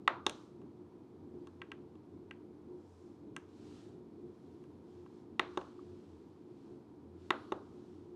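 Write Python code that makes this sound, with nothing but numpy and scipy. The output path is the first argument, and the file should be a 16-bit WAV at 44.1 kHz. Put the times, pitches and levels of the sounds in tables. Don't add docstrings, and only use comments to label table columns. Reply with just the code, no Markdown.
import sys
import numpy as np
from scipy import signal
from scipy.fft import rfft, irfft, next_fast_len
from scipy.io import wavfile
from scipy.ndimage import uniform_filter1d, map_coordinates

SR = 44100
rng = np.random.default_rng(int(sys.argv[2]) if len(sys.argv) > 2 else 0)


def to_wav(s):
    ch = np.atleast_2d(s).T
    pcm = np.round(np.clip(ch, -1, 1) * 32767)
    wavfile.write(sys.argv[1], SR, pcm.astype(np.int16))


def elevation(decibels):
    levels = np.asarray(decibels, float)
    return 10 ** (levels / 20)


N = 359415

# (frequency [Hz], density [dB per Hz])
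HUM_SPECTRUM = [(12, -63), (20, -30.5), (54, -20), (63, -16), (80, -11), (113, -6), (185, -5), (251, -3),
                (289, -1), (327, -4), (348, -5), (381, -4.5), (431, -7.5), (552, -22.5), (800, -23),
                (1040, -56.5), (1760, -120)]
# (frequency [Hz], density [dB per Hz])
HISS_SPECTRUM = [(260, -31), (450, 0.5), (471, -8), (634, -15.5), (976, -11.5), (1100, -16.5),
                 (1620, -27.5), (2020, -31), (2460, -31), (2810, -42), (3310, -39.5), (4010, -42),
                 (5170, -46), (12750, -46.5), (12900, -61), (15800, -69.5)]
# (frequency [Hz], bandwidth [Hz], level [dB])
FAN_TONES = [(225.9, 11, -69.5), (296.3, 33, -62.5), (336.7, 6, -66.5), (357.1, 6.4, -59.5), (424, 16, -75),
             (937.6, 13, -86), (12500, 40, -113)]
# (peak time [s], length [s], level [dB])
DUCT_SURGES = [(.26, .1, -64.5), (.45, .08, -74), (.66, 0.054, -62), (.85, 0.088, -65.5),
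               (1.254, .2, -63.5), (1.54, 0.11, -61.5), (1.803, 0.089, -67), (1.98, .07, -65),
               (2.137, 0.06, -60.5), (2.3, .2, -67), (2.6, .25, -68), (2.92, .22, -62), (3.18, 0.051, -66),
               (3.45, .08, -65), (3.7, .1, -62.5), (4.15, .08, -68), (4.5, 0.09, -69), (4.757, .1, -62),
               (4.997, 0.1, -62.5), (5.325, 0.043, -66), (5.537, 0.091, -66.5), (5.92, 0.13, -60),
               (6.124, .1, -60.5), (6.27, .06, -69), (7.17, .2, -59), (7.65, 0.19, -66.5),
               (7.99, .1, -61.5)]
# (frequency [Hz], ring [ms], press [dB], release [dB], detent [dB])
BOX_MODES = [(361.4, 6.2, -13, 2, -26), (584, 10, -27.5, -10, -27), (872.5, 11, -12, -1.5, -13),
             (1106, 6.9, -3, 3.5, 1.5), (1294, 12, -9, -9, -6.5), (1594, 9.4, -15.5, -12.5, -9.5),
             (1950, 8, -6, -14.5, -10), (2260, 6.5, -14, -21.5, -14), (2760, 3.9, -6.5, -6, -0.5),
             (3310, 11, -17.5, -17, -11.5), (3676, 6.4, -12, -7, -16), (4220, 4.9, -23.5, -25, -18),
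             (4850, 4, -27.5, -23.5, -22), (5563, 4, -28, -21.5, -20.5)]
# (frequency [Hz], ring [ms], press [dB], release [dB], detent [dB])
CAP_MODES = [(6320, 4, -31, -17, -18), (7003, 4, -30.5, -24, -27), (7503, 4.6, -41, -34, -23.5),
             (8320, 6.3, -32, -26.5, -24), (9127, 3.6, -35.5, -41.5, -22), (9860, 5.2, -46.5, -29, -37.5),
             (10950, 4.6, -42.5, -39.5, -30.5), (11600, 2.8, -47, -46, -46.5), (12500, 3, -45.5, -47, -44),
             (13600, 3, -41.5, -47, -47), (14400, 3, -43.5, -46.5, -49), (15320, 3, -43, -51.5, -45)]
# (time [s], peak [dB], thump [dB], clack [dB], edge [dB])
PRESSES = [
    (0.078, -14, -25.5, -9, -12),
    (5.396, -19.5, -15, -4, -5.5),
    (7.3064, -17.5, -15.5, -7, -9),
]
# (time [s], peak [dB], thump [dB], clack [dB], edge [dB])
RELEASES = [
    (0.2652, -26.5, -25, -10.5, 8.5),
    (5.574, -30.5, -21.5, -18, -5),
    (7.5213, -31, -19.5, -17, -10),
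]
# (time [s], peak [dB], clack [dB], edge [dB], tick [dB])
DETENT_STEPS = [(0.2962, -45, -8.5, 6.5, 0), (0.617, -56.5, -23, -16.5, -28.5),
                (1.472, -45.5, -31, -9, -23), (1.618, -42, -1.5, -4, -31.5), (1.718, -42, -2.5, -3.5, -24),
                (1.955, -58.5, -31, -9.5, -29), (2.311, -49.5, 4.5, -4, -20.5),
                (3.365, -39, -4.5, -7.5, -12), (3.49, -62, -27, -8, -21), (4.64, -62, -11.5, -12, -16.5),
                (5.063, -56, -15, -20, -35), (5.614, -38, -31.5, -18, -34)]
# (frequency [Hz], t60 [s], level [dB])
WALL_DECAY = [(60, .3, -30.5), (298.9, 0.29, 5), (790, .3, -2.5), (1200, 0.6, -7), (1700, 0.25, -5.5),
              (2800, .3, -11), (5500, 0.42, -9), (10000, .15, -10)]
# (delay [ms], level [dB])
NEAR_ECHOES = [
    (10, -24.5),
    (16.5, -25),
    (23, -29.5),
]
# (frequency [Hz], density [dB per Hz])
DRAG_SPECTRUM = [(700, -26), (1250, 3), (2100, -6), (3100, -2.5), (4400, -3.5), (5400, -12), (7000, -26.5),
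                 (9000, -60)]
# (frequency [Hz], density [dB per Hz])
SWISH_SPECTRUM = [(3500, -38), (5000, -2.5), (5500, -2.5), (8000, -7), (11000, -18.5), (13000, -30.5),
                  (15000, -66)]
# (fastest time [s], speeding up [s], slowing down [s], drag [dB], swish over drag [dB])
FINGER_STROKES = [(.29, 0.021, .13, -74.5, -5.5), (1.5, 0.16, .1, -90, -6), (3.0, 0.17, 0.13, -87.5, -0.5),
                  (3.76, 0.16, 0.11, -74, -6.5), (4.5, 0.24, .2, -87, -7), (4.95, .08, 0.085, -84, -7),
                  (5.18, 0.1, 0.047, -84.5, -6), (5.579, 0.11, .12, -76, -9.5), (5.9, 0.22, 0.32, -82, -8),
                  (6.67, .14, 0.1, -84.5, -7.5), (7.26, 0.065, 0.088, -80, -8),
                  (7.41, 0.044, 0.12, -76, -13), (7.85, 0.35, .2, -84, -6)]
# (time [s], peak [dB], frequency [Hz])
FINGER_TAPS = [
    (0.923, -64, 940),
    (5.0637, -62, 1010),
    (5.651, -56, 1140),
    (5.7936, -54.5, 1150),
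]
# (peak time [s], rise [s], fall [s], level [dB])
WHINE_SWELLS = [
    (4.6, .2, .3, -98),
    (7.4, .1, 0.14, -91),
]

DOWN, UP, TURN = range(3)


def unit(x):
    return x / np.sqrt(np.mean(x ** 2) + 1e-20)


def along(points, hz):
    f, v = np.transpose(points)
    return np.interp(np.log(hz + 1), np.log(f + 1), v)


def noise(gain):
    m = next_fast_len(N + 8192)
    spectrum = rfft(rng.standard_normal(m)) * gain(np.fft.rfftfreq(m, 1 / SR))
    return unit(irfft(spectrum, m)[:N])


def shaped_noise(spectrum):
    return noise(lambda f: elevation(along(spectrum, f)))


def narrow(hz, width_hz):
    return noise(lambda f: 1 / (1 + ((f - hz) / width_hz * 2) ** 2))


def wobble(rate):
    knots = rng.standard_normal(int(N * rate / SR) + 4)
    return map_coordinates(knots, [np.arange(N) * rate / SR])


def swell(s, rise_s, fall_s, db):
    t = np.arange(N) / SR - s
    return elevation(db) ** 2 * np.exp(-(t / np.where(t < 0, rise_s, fall_s)) ** 2)


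def ventilation():
    tones = sum(elevation(db + 54.5 + 1.2 * wobble(5.6)) * narrow(hz, width) for hz, width, db in FAN_TONES)
    hum_db = -55 + 0.62 * wobble(2.6) + 2.1 * wobble(11)
    hum = elevation(hum_db) * (elevation(-2.0) * shaped_noise(HUM_SPECTRUM) + tones)

    duct_hz = 89 + 4 * wobble(9.1)
    surges = sum(swell(s, length / 2, length / 2, db) for s, length, db in DUCT_SURGES)
    between = elevation(-78 + 2.5 * wobble(10)) ** 2
    throb = np.sqrt(2 * surges + 2 * between) * np.sin(2 * np.pi * np.cumsum(duct_hz) / SR)
    return hum + throb + elevation(-68) * shaped_noise(HISS_SPECTRUM)


def room(click):
    power = np.abs(rfft(click)) ** 2
    for _ in range(2):
        power = uniform_filter1d(power, size=35)
    blurred = np.roll(irfft(np.sqrt(np.abs(power))), 128)[:256]

    hz, t, z = signal.stft(rng.standard_normal(SR // 2), SR, nperseg=256)
    t60, db = (along(np.array(WALL_DECAY)[:, [0, k]], hz)[:, None] for k in (1, 2))
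    fading = elevation(db - 60 * t / t60)
    tail = signal.istft(z * fading, SR, nperseg=256)[1]
    tail_t = np.arange(len(tail)) / SR
    tail = elevation(-37) * tail * (1 - np.exp(-(tail_t / 0.00087) ** 2))
    wet = signal.fftconvolve(blurred, tail)

    for ms, echo_db in NEAR_ECHOES:
        dulled = uniform_filter1d(click, size=7)
        wet[round(ms * SR / 1000):][:len(click)] += elevation(echo_db) * dulled
    return wet


def contacts(events, kind, groups_hz, lead_s, lag_ms, rise_ms, ring, sharp, after_db, free_db):
    hz, ms, *levels = np.transpose(np.concatenate([BOX_MODES, CAP_MODES]))[:, :, None]
    lag_s = lag_ms / 1000 * (hz > 2200)
    t = np.clip(np.arange(SR // 20) / SR - lag_s, 0, None)
    sign = np.where(hz < 2200, -1, (-1.) ** np.arange(len(hz))[:, None])
    usual = np.median(events, axis=0)[2:]

    age = t * 1000 / (ring * np.minimum(ms, 2.6 + 12000 / hz))
    after = elevation(after_db - 13 * np.log2(hz / 1000)) * np.exp(-age / 1.8)
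    rise = 1 - np.exp(-t * 1000 / rise_ms * np.sqrt(hz / 1500))
    knee = 1.3 + (sharp - 1.3) / (1 + (hz / 4500) ** 4)
    shape = rise * (np.exp(-age ** knee) + after)
    spring = abs(hz - 1600) < 120
    shape += rise * spring * elevation(free_db) * np.exp(-t * 1000 / 11)

    out = np.zeros(N + SR)
    for s, db, *colour in events:
        strike = along(sorted([(1100, 0), *zip(groups_hz, colour - usual)]), hz)
        scatter = rng.standard_normal((2, len(hz), 1))
        phase = np.where(hz < 4500, .3, 1.5) * scatter[0]
        swing = sign * np.sin(2 * np.pi * hz * t + phase)
        level_db = db + levels[kind] + strike + 1.0 * scatter[1]
        click = np.sum(elevation(level_db) * shape * swing, axis=0)
        wet = room(click)
        at = round((s - lead_s) * SR)
        out[at:at + len(click)] += click
        out[at:at + len(wet)] += wet
    return out[:N]


def knob():
    switch_hz, spring_hz = [400, 2000, 3500], [2000, 3500, 7000]
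    down = contacts(PRESSES, DOWN, switch_hz, lead_s=.0013, lag_ms=.05, rise_ms=0.85,
                    ring=0.59, sharp=5.2, free_db=-22, after_db=-15.5)
    up = contacts(RELEASES, UP, switch_hz, lead_s=.0009, lag_ms=.7, rise_ms=1.1,
                  ring=0.6, sharp=2.17, free_db=-22, after_db=-16)
    turn = contacts(DETENT_STEPS, TURN, spring_hz, lead_s=.0007, lag_ms=.05, rise_ms=0.56,
                    ring=0.43, sharp=1.1, free_db=-9, after_db=-16.5)
    return down + up + turn


def fingers():
    slow = elevation(-88) ** 2 + sum(swell(s, up, down, db) for s, up, down, db, _ in FINGER_STROKES)
    fast = elevation(-97) ** 2 + sum(swell(s, up, down, db + bright_db)
                               for s, up, down, db, bright_db in FINGER_STROKES)
    drag = 1.525 * shaped_noise(DRAG_SPECTRUM)
    swish = 1.7 * shaped_noise(SWISH_SPECTRUM)
    return np.sqrt(slow) * drag + np.sqrt(fast) * swish


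def taps():
    out = np.zeros(N + SR)
    t = np.arange(SR // 30) / SR
    for s, db, hz in FINGER_TAPS:
        envelope = elevation(db + 18.5) * t / 0.0026 * np.exp(-t / 0.0015)
        out[round((s - .002) * SR):][:len(t)] += envelope * np.sin(2 * np.pi * hz * t)
    return out[:N]


def whine():
    power = sum(swell(*row) for row in WHINE_SWELLS)
    return np.sqrt(power) * narrow(10950, width_hz=700)


def scene():
    return (ventilation() + knob() + fingers() + taps() + whine())[None]


def roll_off(x):
    return signal.sosfilt(signal.butter(12, 15940, fs=SR, output="sos"), x)


def record(dry):
    cut = signal.butter(2, 38, "highpass", fs=SR, output="sos")
    mix = signal.sosfilt(cut, dry)
    return roll_off(mix)


dry = scene()
out = record(dry)
to_wav(out)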